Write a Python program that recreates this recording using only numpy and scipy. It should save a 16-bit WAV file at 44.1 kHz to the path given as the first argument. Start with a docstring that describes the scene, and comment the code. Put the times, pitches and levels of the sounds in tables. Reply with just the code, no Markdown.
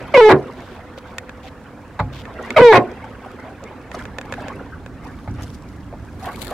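"""Twice an oar binds on its pivot and squeals into the limiter, on a small wooden boat rowed along a canal.
Stick-slip: it catches, sings on a falling note (slip partials), breaks into a judder that rings the hull.
Knocks and ticks are noise bursts plus decaying modes; gulps are clusters of gliding bubble tones.
Lapping, spray, splash, rubs, rumble and hiss are shaped noise with gain curves; a faint hum is a sine."""
import sys
import numpy as np
from scipy import signal
from scipy.fft import rfft, irfft
from scipy.io import wavfile
from scipy.ndimage import uniform_filter1d, minimum_filter1d

SR = 44100
rng = np.random.default_rng(int(sys.argv[2]) if len(sys.argv) > 2 else 0)


def bounce(signal):
    """Save signal as a 16-bit WAV file at the path given by the first command-line argument."""
    frames = np.transpose(np.atleast_2d(signal))
    limited = np.clip(frames, -1, 1)
    pcm = np.round(limited * 32767).astype(np.int16)
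    wavfile.write(sys.argv[1], SR, pcm)


N = 287973
TIME = np.arange(N) / SR
EDGE_HZ = 15900  # upper band limit


def amp(db):
    """Decibels to gain."""
    return 10 ** (np.asarray(db) / 20)


def unit(x):
    """Scales to rms 1."""
    return x / np.sqrt(np.mean(x ** 2) + 1e-20)


def blend(a, b, share):
    """Moves from a to b as share goes from 0 to 1."""
    return a + (b - a) * share


def ramp(t, s, length_s):
    """Linear 0 to 1 over length_s, centred on time s."""
    return np.clip((t - s) / length_s + .5, 0, 1)


def read(points, hz):
    """Reads a table on a log-frequency axis."""
    f, value = np.transpose(points)
    return np.interp(np.log(hz + 1), np.log(np.abs(f) + 1), value)


def add(mix, s, sound):
    """Mixes a sound in at time s."""
    part = mix[..., max(round(s * SR), 0):][..., :sound.shape[-1]]
    part += sound[..., :part.shape[-1]]


def wobble(n, hz):
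    """Smooth random curve of rms 1, low-passed near hz."""
    f = np.fft.rfftfreq(n, 1 / SR)
    return unit(irfft(rfft(rng.standard_normal(n)) / (1 + (f / hz) ** 4), n))


def patches(shape, bins, frames):
    """Random time-frequency patches of rms 1."""
    smooth = uniform_filter1d(rng.standard_normal(shape), size=bins, axis=-2)
    return unit(uniform_filter1d(smooth, size=frames, axis=-1))


def swells(rows, rise_s):
    """Gain curve of swells that rise to a peak and fall exponentially; their powers add."""
    power = 0
    for s, db, fall_s in rows:
        distance = np.maximum((s - TIME) / rise_s, (TIME - s) / fall_s)
        power = power + amp(db) ** 2 * np.exp(-2 * distance)
    return np.sqrt(power)


def colour(x, spectrum, size=4096):
    """Causal minimum-phase filter of unit energy with the given spectrum."""
    hz = abs(np.fft.fftfreq(size, 1 / SR))
    log_gain = np.log(amp(np.maximum(read(spectrum, hz), -100)))
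    taps = np.fft.ifft(np.exp(np.conj(signal.hilbert(log_gain)))).real[:size // 2]
    taps /= np.linalg.norm(taps)
    return np.apply_along_axis(lambda v: signal.oaconvolve(v, taps)[:len(v)], -1, x)


def ring(modes, gain=lambda hz: 1):
    """Answer of a set of decaying modes to one blow; signs alternate."""
    t = TIME[:SR // 2]
    out = 0
    for k, (hz, db, t60) in enumerate(modes):
        decay = amp(db - 60 * t / t60)
        out = out + (-1) ** k * gain(hz) * decay * np.sin(2 * np.pi * hz * t)
    return out


# left-right likeness: f/Hz, likeness/1
LIKENESS = [(60, 0.99), (700, 0.94), (1500, 0.85), (3000, 0.49), (6000, 0.12), (15000, 0.05)]
# left over right: f/Hz, level/dB
LEFT_LEAN = [(60, -2.5), (110, -3), (200, -1), (380, -2), (700, 0), (1290, -3.0), (2380, 0.5), (4400, 0.5),
             (8120, 0), (15000, 7.5)]


def pair(two):
    """Two unrelated sounds become a stereo pair: alike in the bass, left-right balance set by band."""
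    hz = np.fft.rfftfreq(N, 1 / SR)
    a, b = rfft(two)
    same, lean = np.clip(read(LIKENESS, hz), -1, 1), amp(read(LEFT_LEAN, hz) / 2)
    mid, side = a * np.sqrt((1 + same) / 2), b * np.sqrt((1 - same) / 2)
    out = irfft(np.array([(mid + side) * lean, (mid - side) / lean]), N)
    return out / np.sqrt(np.mean(out.mean(0) ** 2))


def noise_pair(spectrum):
    """Coloured stereo noise."""
    return pair(colour(rng.standard_normal((2, N)), spectrum))


# hiss spectrum: f/Hz, density/dB rel.
HISS_SPECTRUM = [(120, -35), (200, -7), (305, -6.5), (394, -19), (491, -10.5), (805, -17), (851, -14.5),
                 (1620, -18.5), (2750, -33.5), (7000, -38), (16000, -49)]
# faint far hum: t/s, level/dB
HUM_LEVEL = [(0, -51), (1.3, -45), (1.9, -49), (3.3, -48), (3.9, -53), (6.53, -106)]


def air(hiss_db=-46, hum_hz=504.5, waver=0.0107, waver_hz=22.0):
    """Steady air hiss plus a faint far hum, a frequency-wavering sine."""
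    turns = np.cumsum(hum_hz * (1 + waver * wobble(N, waver_hz))) / SR
    hum_gain = amp(np.interp(TIME, *np.transpose(HUM_LEVEL)))
    return amp(hiss_db) * noise_pair(HISS_SPECTRUM) + hum_gain * np.sin(2 * np.pi * turns)


# rumble spectrum: f/Hz, density/dB rel.
RUMBLE_SPECTRUM = [(12, -59), (20, -4), (54, 1.5), (102, 2), (140, -4), (233, -5), (296, -3.5),
                   (336, -14.5), (366, -14.5), (400, -13.5), (520, -40), (880, -120)]
# hull rocks and rumbles: t/s, level/dB rel., fall/s
HULL_ROCKINGS = [(0.0, -39, 0.1), (2.05, -38, 0.24), (5.31, -32, 0.095)]


def rumble(gain_db=4, before_db=-46, after_db=-40, step_s=3.93, step_length_s=0.057, rocking_rise_s=0.022):
    """Low noise whose steady level steps up at step_s; the rocking hull adds swells."""
    steady = amp(blend(before_db, after_db, ramp(TIME, step_s, step_length_s)))
    gain = np.hypot(steady, swells(HULL_ROCKINGS, rocking_rise_s))
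    return amp(gain_db) * gain * noise_pair(RUMBLE_SPECTRUM)


# pulls of the oar: t/s of the peak, level/dB rel., calming/s
OAR_STROKES = [(0.0, -32, 0.81), (2.47, -31, 0.7), (4.45, -31.5, 0.16)]


def stirred(rise_s=0.21):
    """Gain of the water stirred by each oar pull, then calming."""
    return swells(OAR_STROKES, rise_s)


# lapping spectrum: f/Hz, level/dB rel.
LAP_SPECTRUM = [(150, -26), (250, 1), (329, -22), (360, -3), (403, -8), (504, -5), (586, -10), (726, -7.5),
                (1110, -12.5), (1580, -14.5), (1740, -15.5), (2160, -17.5), (5000, -39.5), (6500, -70),
                (11000, -120)]
# wavelets slap the hull: t/s, level/dB rel., fall/s
HULL_WAVELETS = [(1.08, -41.5, 0.6), (2.27, -43, 0.04), (3.26, -39, 0.071), (3.47, -35, 0.041),
                 (3.66, -38, 0.19), (3.97, -33, 0.084), (5.05, -38, 0.096), (5.4, -34, 0.055),
                 (6.27, -29, 0.068), (6.43, -32.5, 0.021), (6.52, -30.5, 0.049)]


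def lapping(gain_db=-1, patchy_db=5.0, calm_db=-46.5, rise_s=0.045):
    """Noise in small shifting time-frequency patches; oar and wavelets raise it above calm."""
    z = signal.stft(rng.standard_normal((2, N)), nperseg=512)[2]
    z = z * amp(patchy_db * patches(z.shape[1:], bins=3, frames=3))
    lap = pair(colour(signal.istft(z, nperseg=512)[1][:, :N], LAP_SPECTRUM))
    raised = np.hypot(stirred(), swells(HULL_WAVELETS, rise_s))
    return amp(gain_db) * np.hypot(amp(calm_db), raised) * lap


# spray spectrum, for drops and fizz: f/Hz, level/dB rel.
SPRAY_SPECTRUM = [(1500, -12), (3000, 0.5), (4200, 0), (5500, 1), (7000, -4.5), (9000, -6.5), (12000, -9.5),
                  (15000, -24), (20000, -38)]


def droplets(per_s=130, size_db=4, splash_s=0.0022, patchy_db=5):
    """Random drops, each a short noise decay with a colour of its own."""
    sizes = amp(size_db * np.minimum(rng.exponential(1, N), 3.5)) * (rng.random(N) < per_s / SR)
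    decays = signal.lfilter([1], [1, -np.exp(-1 / (splash_s * SR))], sizes)
    z = signal.stft(decays * rng.standard_normal((2, N)), nperseg=256)[2]
    z = z * amp(patchy_db * patches(z.shape, bins=8, frames=3))
    return colour(signal.istft(z, nperseg=256)[1][:, :N], SPRAY_SPECTRUM)


# paddle scatters drops: t/s, level/dB rel., fall/s
PADDLE_SPRAYS = [(3.25, -64, 0.3), (3.95, -42, 0.009), (3.995, -46.5, 0.039), (4.33, -53, 0.083),
                 (5.04, -60.5, 0.9), (5.42, -48.5, 0.069), (5.545, -46, 0.017), (5.69, -56, 0.035),
                 (6.03, -60, 0.42), (6.24, -49, 0.027), (6.39, -53, 0.16)]


def spray(fizz_db=-5, drops_db=-1, calm_db=-74, stroke_db=-26.5, rise_s=0.015):
    """Fine fizz noise plus drops; oar strokes and paddle raise both."""
    sound = amp(fizz_db) * noise_pair(SPRAY_SPECTRUM) + amp(drops_db) * pair(droplets())
    raised = np.hypot(amp(stroke_db) * stirred(), swells(PADDLE_SPRAYS, rise_s))
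    return np.hypot(amp(calm_db), raised) * sound


# splash spectrum: f/Hz, level/dB rel.
SPLASH_SPECTRUM = [(2500, 0.5), (4300, 5.5), (5500, -10), (7000, -1), (9000, -5), (12000, -0.5),
                   (15000, -11.5), (20000, -18)]
# paddle throws up a sheet of water: t/s, level/dB rel., fall/s
PADDLE_SPLASHES = [(6.24, -44.5, 0.3), (6.42, -34, 0.038), (6.51, -41.5, 0.05)]


def splash(crackle_db=6.5, crackle_hz=144, lean_db=4, rise_s=0.034):
    """Sheet of fine spray, left-heavy: noise with a crackling random gain."""
    crackle = unit(amp(crackle_db * wobble(N, crackle_hz)))
    sheet = colour(crackle * rng.standard_normal((2, N)), SPLASH_SPECTRUM)
    return swells(PADDLE_SPLASHES, rise_s) * sheet * amp([[lean_db], [-lean_db]])


def bubble(hz, length_s, glide=0.029):
    """Air pocket: decaying sine that rises in pitch."""
    t = np.arange(0, length_s, 1 / SR)
    u = t / length_s
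    tone = np.sin(2 * np.pi * hz * t * (1 + glide * u / 2))
    return tone * np.exp(-5 * u) * (1 - np.exp(-u / 0.14))


# gulps at blade and hull: t/s, level/dB rel., f/Hz, length/s
WATER_GULPS = [(2.388, -19, 1350, 0.03), (2.873, -27, 1480, 0.04), (3.038, -22.5, 878, 0.046),
               (3.445, -26.5, 643, 0.1), (3.621, -25, 540, 0.065), (3.99, -22.5, 1690, 0.026),
               (4.4, -25, 600, 0.074), (4.497, -20, 1084, 0.05), (4.591, -26.5, 1420, 0.04),
               (4.721, -25, 1544, 0.043), (5.926, -16.5, 597, 0.029), (6.222, -21, 754, 0.07),
               (6.277, -19, 1106, 0.046), (6.511, -18.5, 704, 0.048)]


def gulps(count=9, spread=0.2, small_db=-7, small_s=0.02):
    """Each gulp is one large bubble in a cluster of smaller, detuned ones."""
    out = np.zeros(N)
    for s, db, hz, length_s in WATER_GULPS:
        add(out, s, amp(db) * bubble(hz, length_s))
        for delay, detune in zip(rng.random(count), rng.standard_normal(count)):
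            small = bubble(hz * np.exp(spread * detune), small_s)
            add(out, s + delay * length_s * 0.61, amp(db + small_db) * small)
    return out


# foot slides along the oar: t/s, length/s, level/dB
FOOT_RUBS = [(0.54, 0.26, -52.5), (0.975, 0.018, -40.5), (1.055, 0.066, -55), (1.425, 0.073, -48),
             (2.12, 0.11, -44), (2.412, 0.13, -52)]
# rub spectrum: f/Hz, level/dB rel.
RUB_SPECTRUM = [(800, 0), (2400, 3.5), (3500, 6.5), (4500, -1.5), (7000, -9.5), (10000, -20.5),
                (14000, -16), (16000, -25)]


def rubs(grain_db=3, grain_hz=300):
    """Short strokes of cloth on wood: noise with a random grain."""
    stroke = np.zeros(N)
    for s, length_s, db in FOOT_RUBS:
        add(stroke, s, amp(db) * signal.windows.tukey(round(length_s * SR), .3))
    grain = amp(grain_db * wobble(N, grain_hz))
    return stroke * pair(colour(rng.standard_normal((2, N)) * grain, RUB_SPECTRUM))


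# dry wood ticks: t/s, level/dB rel., ping f/Hz, treble/dB rel., low/dB rel.
WOOD_TICKS = [(0.978, -26.5, 2030, 1, 26), (1.183, -14.5, 1840, 9, -9), (1.294, -23.5, 1670, -2, -2),
              (1.993, -23, 1610, -5, -3), (2.001, -25, 1440, 2, -3), (2.254, -25.5, 1790, -5, -13),
              (2.505, -13.5, 2160, 3, -6.5), (3.043, -30, 1530, -9, 3), (3.639, -32, 1420, 19, 6),
              (3.916, -22, 1840, 2, 3), (4.054, -22.5, 1690, 2, 3), (4.185, -14.5, 1770, 4.5, 2.5),
              (4.213, -24, 1650, 6, 2), (4.324, -14, 1710, 3, 8), (4.339, -18.5, 1670, -5, -3),
              (4.483, -20.5, 1690, 6.5, 9), (4.862, -24.5, 1630, 2, 10)]
# tick modes: f/Hz, level/dB rel., t60/s
WOOD_TICK_MODES = [(531, -0.5, 0.038), (995, 4, 0.011), (1490, -3, 0.032), (1834, 10, 0.0057),
                   (1920, 9, 0.0062), (2548, 3.5, 0.011), (3500, 2.5, 0.0038), (4710, -2, 0.0028),
                   (6950, -1.5, 0.0027)]


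def ticks(tick_db=2, snap=0.1, snap_s=0.0012, ping_db=7, ping_t60_s=0.023):
    """Single slips of the wood: noise snap, short modes and one ping that depends on the spot."""
    out, t = np.zeros(N), TIME[:SR // 2]
    for s, db, ping_hz, treble_db, low_db in WOOD_TICKS:
        tilt = [(500, low_db), (1700, 0.0035), (6000, treble_db)]  # f/Hz, level/dB
        tick = ring(WOOD_TICK_MODES, lambda hz: amp(read(tilt, hz)))
        tick += ring([(ping_hz, ping_db, ping_t60_s)])
        tick += snap * amp(treble_db) * rng.standard_normal(len(t)) * np.exp(-t / snap_s)
        add(out, s, amp(db + tick_db) * tick / abs(tick).max())
    return out


# wood knocks: t/s, level/dB rel., boom/dB rel., post ring/dB rel.; all but the one at 3.944 s are the oar
# dropping against its post, and that one comes as the paddle enters the water
OAR_KNOCKS = [(1.991, -13, -3.5, -12), (1.996, -7, 1.5, -2.5), (3.944, -17.5, -15, -15),
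              (5.276, -22, 8, -10), (5.384, -24.5, 8, -9.5), (5.925, -31, 7, -13)]
# modes of the boat's bottom: f/Hz, level/dB rel., t60/s
BOTTOM_MODES = [(63.6, -11.5, 0.54), (101.1, -1.5, 0.28), (132, -11.5, 0.57), (169.4, -8, 0.2),
                (263, -19.5, 0.46)]
# crack spectrum: f/Hz, level/dB rel.
CRACK_SPECTRUM = [(180, -42), (300, -16), (580, 2.5), (840, 0.5), (1140, 1), (1600, -10.5), (2200, -12),
                  (3000, -34), (4000, -24), (5800, -45), (14000, -67)]
# modes of the post: f/Hz, level/dB rel., t60/s
POST_RING_MODES = [(513, -34, 0.12), (714, -16, 0.35), (845, 0, 0.13), (1050, -26, 0.24)]


def knocks(crack_t60_s=0.089, boom_rise_s=0.01, crack_db=-8.0, post_db=-7, boom_db=-5):
    """A noise crack, the ringing post, and the slower boom of the boat's bottom."""
    out, t = np.zeros(N), TIME[:SR // 2]
    boom = ring(BOTTOM_MODES) * (1 - np.exp(-t / boom_rise_s))
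    post = ring(POST_RING_MODES)
    for s, db, low_db, ring_db in OAR_KNOCKS:
        crack = colour(rng.standard_normal(len(t)) * amp(-60 * t / crack_t60_s), CRACK_SPECTRUM)
        knock = amp(crack_db) * crack
        knock += amp(post_db + ring_db) * post
        knock += amp(low_db + boom_db) * boom
        add(out, s, amp(db) * knock)
    return out


def boat(x, near_db=-4.0, near_t60_s=0.053, near_hz=2300, direct_db=-2, bank_db=-46, bank_t60_s=0.14):
    """Near boards scatter treble oppositely to each side; canal walls add a faint decaying tail."""
    t, hz = TIME[:SR // 2], np.fft.rfftfreq(N, 1 / SR)
    near, *bank = rng.standard_normal((3, len(t)))
    near = near * amp(-60 * t / near_t60_s) * (t > .001)
    # phase only: flat spectrum before truncation
    near = irfft(np.exp(1j * np.angle(rfft(near))), len(t))[:len(t) // 2]
    near = signal.sosfilt(signal.butter(2, near_hz, "high", fs=SR, output="sos"), near)
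    side = amp(near_db) * signal.oaconvolve(x, near)[:N]
    bank_spectrum = [(100, -1.0), (500, -27.0), (2000, -31.0), (6000, -18.0), (16000, -44.0)]  # f/Hz, dB
    bank = colour(bank * amp(-60 * t / bank_t60_s) * (t > .02), bank_spectrum)
    bank = amp(bank_db) * bank / np.linalg.norm(bank[0])
    walls = signal.oaconvolve(x[None], bank, axes=1)[:, :N]
    direct = irfft(rfft(x) * amp(read([(1500, 0.0098), (4500, direct_db)], hz)), N)
    return np.array([direct + side, direct - side]) + walls


# dense plank ringing: f/Hz, level/dB rel.
PLANK_SPECTRUM = [(40, -53), (120, 12), (400, 8.5), (800, -7), (1500, -0.5), (2300, 4), (3500, -6.5),
                  (16000, -26)]
# plank decay: f/Hz, t60/s
PLANK_DECAY = [(120, 0.22), (400, 0.26), (1000, 0.18), (2200, 0.086), (4000, 0.087), (12000, .05)]


def planks(x):
    """Dense board modes as a noise tail; the decay time depends on frequency, shortest in the top."""
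    hz, t, z = signal.stft(rng.standard_normal(SR // 2), SR, nperseg=256)
    tail_db = read(PLANK_SPECTRUM, hz)[:, None] - 60 * t / read(PLANK_DECAY, hz)[:, None]
    tail = signal.istft(z * amp(tail_db), SR, nperseg=256)[1]
    return signal.oaconvolve(x, tail / np.sqrt(SR * .016))[:N]


GRIP_S, RELEASE_S = 0.013, 0.014  # force build-up, die-away
LOCK_S, BREAK_S, SETTLE_S = 0.0027, 0.0052, 0.01305  # to lock, to break loose, to settle to judder rate
CATCH_DB, PRESS_DB, JUDDER_SWELL_DB = 4, 0.5, 5.5  # extra catch force, growth over note, over judder
ROUGH_CATCH, ROUGH_NOTE, ROUGH_BREAK = 0.44, 0.053, 0.99  # 0-1
# note loses its grip briefly: t/s, half length/s, force/dB rel., added roughness/1
NOTE_FALTERS = [(0.158, 0.0076, -1, 0.21), (0.175, 0.004, -11, 0.42), (0.206, 0.005, -1, 0.2),
                (2.59, 0.01, 4.5, 0.53), (2.614, 0.0044, -20.5, 0.22)]


def friction(row, pitch):
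    """Time, slip rate, force, roughness: rough catch, clean note pressed ever harder, slower judder."""
    catch, lock, loose, end, note_db, judder_db, judder_hz, judder_rough = row
    t = np.arange(catch, end + RELEASE_S, 1 / SR)
    locked, broken = ramp(t, lock, LOCK_S), ramp(t, loose, BREAK_S)
    settled = 1 - np.exp(-np.maximum(t - loose, 0) / SETTLE_S)
    hz = blend(np.interp(t, *np.transpose(pitch)), judder_hz, settled)
    press = PRESS_DB * np.clip((t - lock) / (loose - lock), 0, 1)
    force_db = note_db + CATCH_DB * (1 - locked) + press
    rough = blend(ROUGH_CATCH, ROUGH_NOTE, locked)
    for s, half_s, db, extra in NOTE_FALTERS:
        falter = np.exp(-((t - s) / half_s) ** 2)
        force_db = force_db + db * falter
        rough = rough + extra * falter
    judder_force_db = judder_db + JUDDER_SWELL_DB * ((t - loose) / (end - loose) - .5)
    force_db = blend(force_db, judder_force_db, broken)
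    rough = blend(rough, blend(ROUGH_BREAK, judder_rough, settled), broken)
    grip = (np.minimum((t - catch) / GRIP_S, 1) * np.minimum((t[-1] - t) / RELEASE_S, 1)) ** 2
    return t, hz, grip * amp(force_db), np.clip(rough, 0, 1)


# locked note: f/Hz, level/dB rel.
SING_SPECTRUM = [(300, -1), (480, 2.5), (900, -9.5), (1350, -21.5), (1800, -19.5), (2200, -19),
                 (2700, -26.5), (3100, -26), (4000, -34), (6000, -43), (16000, -73.5)]
# judder: f/Hz, level/dB rel.
RASP_SPECTRUM = [(40, -46.5), (115, 3.5), (195, -10.5), (255, -0.5), (360, -1), (650, 5.5), (1000, 6.5),
                 (1300, -5.5), (2200, -4.5), (2800, -17.5), (3900, -18.5), (6000, -32.5), (16000, -48.5)]
# dry pivot as it catches: f/Hz, level/dB rel.
BITE_SPECTRUM = [(800, -27), (1700, -2.5), (2050, 27), (2300, 13), (2600, -4), (3000, -6), (4200, -31),
                 (6000, -47), (16000, -70)]


def squeal(row, pitch, jitter=0.13, waver=.007, grit=1.0, uneven_db=6, limp=0.13, blur=0.055,
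           sing_db=3, rasp_db=-0.5, rub=0.043, bite_db=-3, bite_s=0.019, grain_db=3):
    """Stick-slip: locked to the oar it sings; unlocked, slips come unevenly in time and size."""
    t, hz, force, rough = friction(row, pitch)
    n = len(t)
    rate = 1 + waver * wobble(n, 120) + jitter * rough ** 3 * wobble(n, 327)
    turns = np.cumsum(hz * rate) / SR
    orders = np.arange(1, 36)[:, None]
    # slip shape varies, blurring the high partials
    drift = blur * orders * np.array([wobble(n, 93) for _ in orders])
    # partials above the first swell and fade as the contact moves over the grain
    heights = amp(grain_db * (orders > 1) * np.array([wobble(n, 25) for _ in orders]))
    partials = heights * np.cos(2 * np.pi * orders * turns + drift)
    slips = unit((partials * (orders * hz < EDGE_HZ)).sum(0))
    # fibres scrape during each slip
    scrape = unit((0.83 + np.exp(-(turns % 1) / .5)) * rng.standard_normal(n))
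    note = colour(slips + rub * scrape, SING_SPECTRUM)
    note /= np.sqrt(uniform_filter1d(note ** 2, size=400) + 1e-9)  # level flattened
    # strong and weak slips alternate with roughness
    sizes = amp(uneven_db * rough * wobble(n, 263)) * (1 + limp * rough * np.cos(np.pi * turns))
    drive = unit(slips * sizes) + grit * np.sqrt(rough) * scrape
    bite_gain = amp(bite_db) * np.exp(-((t - t[0]) / bite_s) ** 2)
    bite = bite_gain * unit(colour(drive, BITE_SPECTRUM))
    locked = np.clip(1 - 1.25 * rough, 0, 1)
    loose = (1 - locked) ** .7
    sung = force * (amp(sing_db) * locked * note + bite)
    rasped = force * amp(rasp_db) * loose * unit(colour(drive, RASP_SPECTRUM))
    return sung, rasped


# oar binds on its pivot: catch t/s, lock t/s, break t/s, let-go t/s, note force/dB rel.,
# judder force/dB rel., judder slip rate f/Hz, judder roughness/1
PIVOT_SQUEALS = [(0.137, 0.150, 0.291, 0.322, 5, -4, 371.3, 0.95),
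                 (2.560, 2.581, 2.725, 2.773, 4, -0.5, 350.1, 0.58)]
# slip rate up to the break, one curve a squeal: t/s, f/Hz
SLIP_PITCH = [
    [(0.14, 618.5), (0.15, 563), (0.164, 530.5), (0.17, 495.9), (0.204, 488), (0.214, 437.7),
     (0.238, 439.8), (0.29, 422.7)],
    [(2.562, 636.5), (2.574, 632), (2.58, 614.6), (2.592, 477.8), (2.596, 467), (2.608, 512.4),
     (2.678, 465.3), (2.725, 419.5)],
]
# oar and hull ringing together: f/Hz, level/dB rel., t60/s
HULL_MODES = [(137.1, -6, 1), (235, 7, 0.2), (264, -33, 0.33), (357.6, 3, 0.082), (422, -8, 0.18),
              (500, -4, 0.15), (640, -0.5, 0.063), (730, -33, .2), (900, -20, 0.17), (1058, -3.5, 0.16),
              (1150, -30, .14), (1730, -10, 0.12), (2030, -31, .15), (2020, -17, .16)]


def pivot(hull_db=2, planks_db=-6, wide_db=-16, note_leak_db=-20):
    """Both squeals; mostly the judder shakes hull and planks, which ring on either side."""
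    note, judder = np.zeros((2, N))
    for row, pitch in zip(PIVOT_SQUEALS, SLIP_PITCH):
        sung, rasped = squeal(row, pitch)
        add(note, row[0], sung)
        add(judder, row[0], rasped)
    body = ring(HULL_MODES)
    body /= abs(rfft(body)).max()
    shake = judder + amp(note_leak_db) * note
    hull = amp(hull_db) * signal.oaconvolve(shake, body)[:N]
    ahead = note + judder + hull + amp(planks_db) * planks(shake)
    wide = np.array([planks(shake), planks(shake)])
    return boat(ahead, near_t60_s=.012) + amp(wide_db) * wide


def scene():
    """Air and water, then small wood and gulp sounds, then the squealing pivot."""
    background = air() + rumble() + lapping() + spray() + splash()
    small = boat(knocks() + ticks() + gulps(), near_db=0, near_t60_s=0.016, near_hz=2820, direct_db=-1)
    small = small * amp([[-.5], [.5]])  # left, right dB
    return background + rubs() + small + pivot() * amp([[-.2], [.2]])


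def record(dry, ceiling=1.0):
    """Fast look-ahead limiter at the ceiling, then a low-pass at the band limit."""
    allowed = np.minimum(1, ceiling / (abs(dry).max(0) + 1e-9))
    limited = dry * uniform_filter1d(minimum_filter1d(allowed, size=71), size=61)
    low_pass = signal.firwin(511, EDGE_HZ, window=("kaiser", 9), fs=SR)
    return signal.oaconvolve(limited, low_pass[None], "same")


dry = scene()
out = record(dry)
bounce(out)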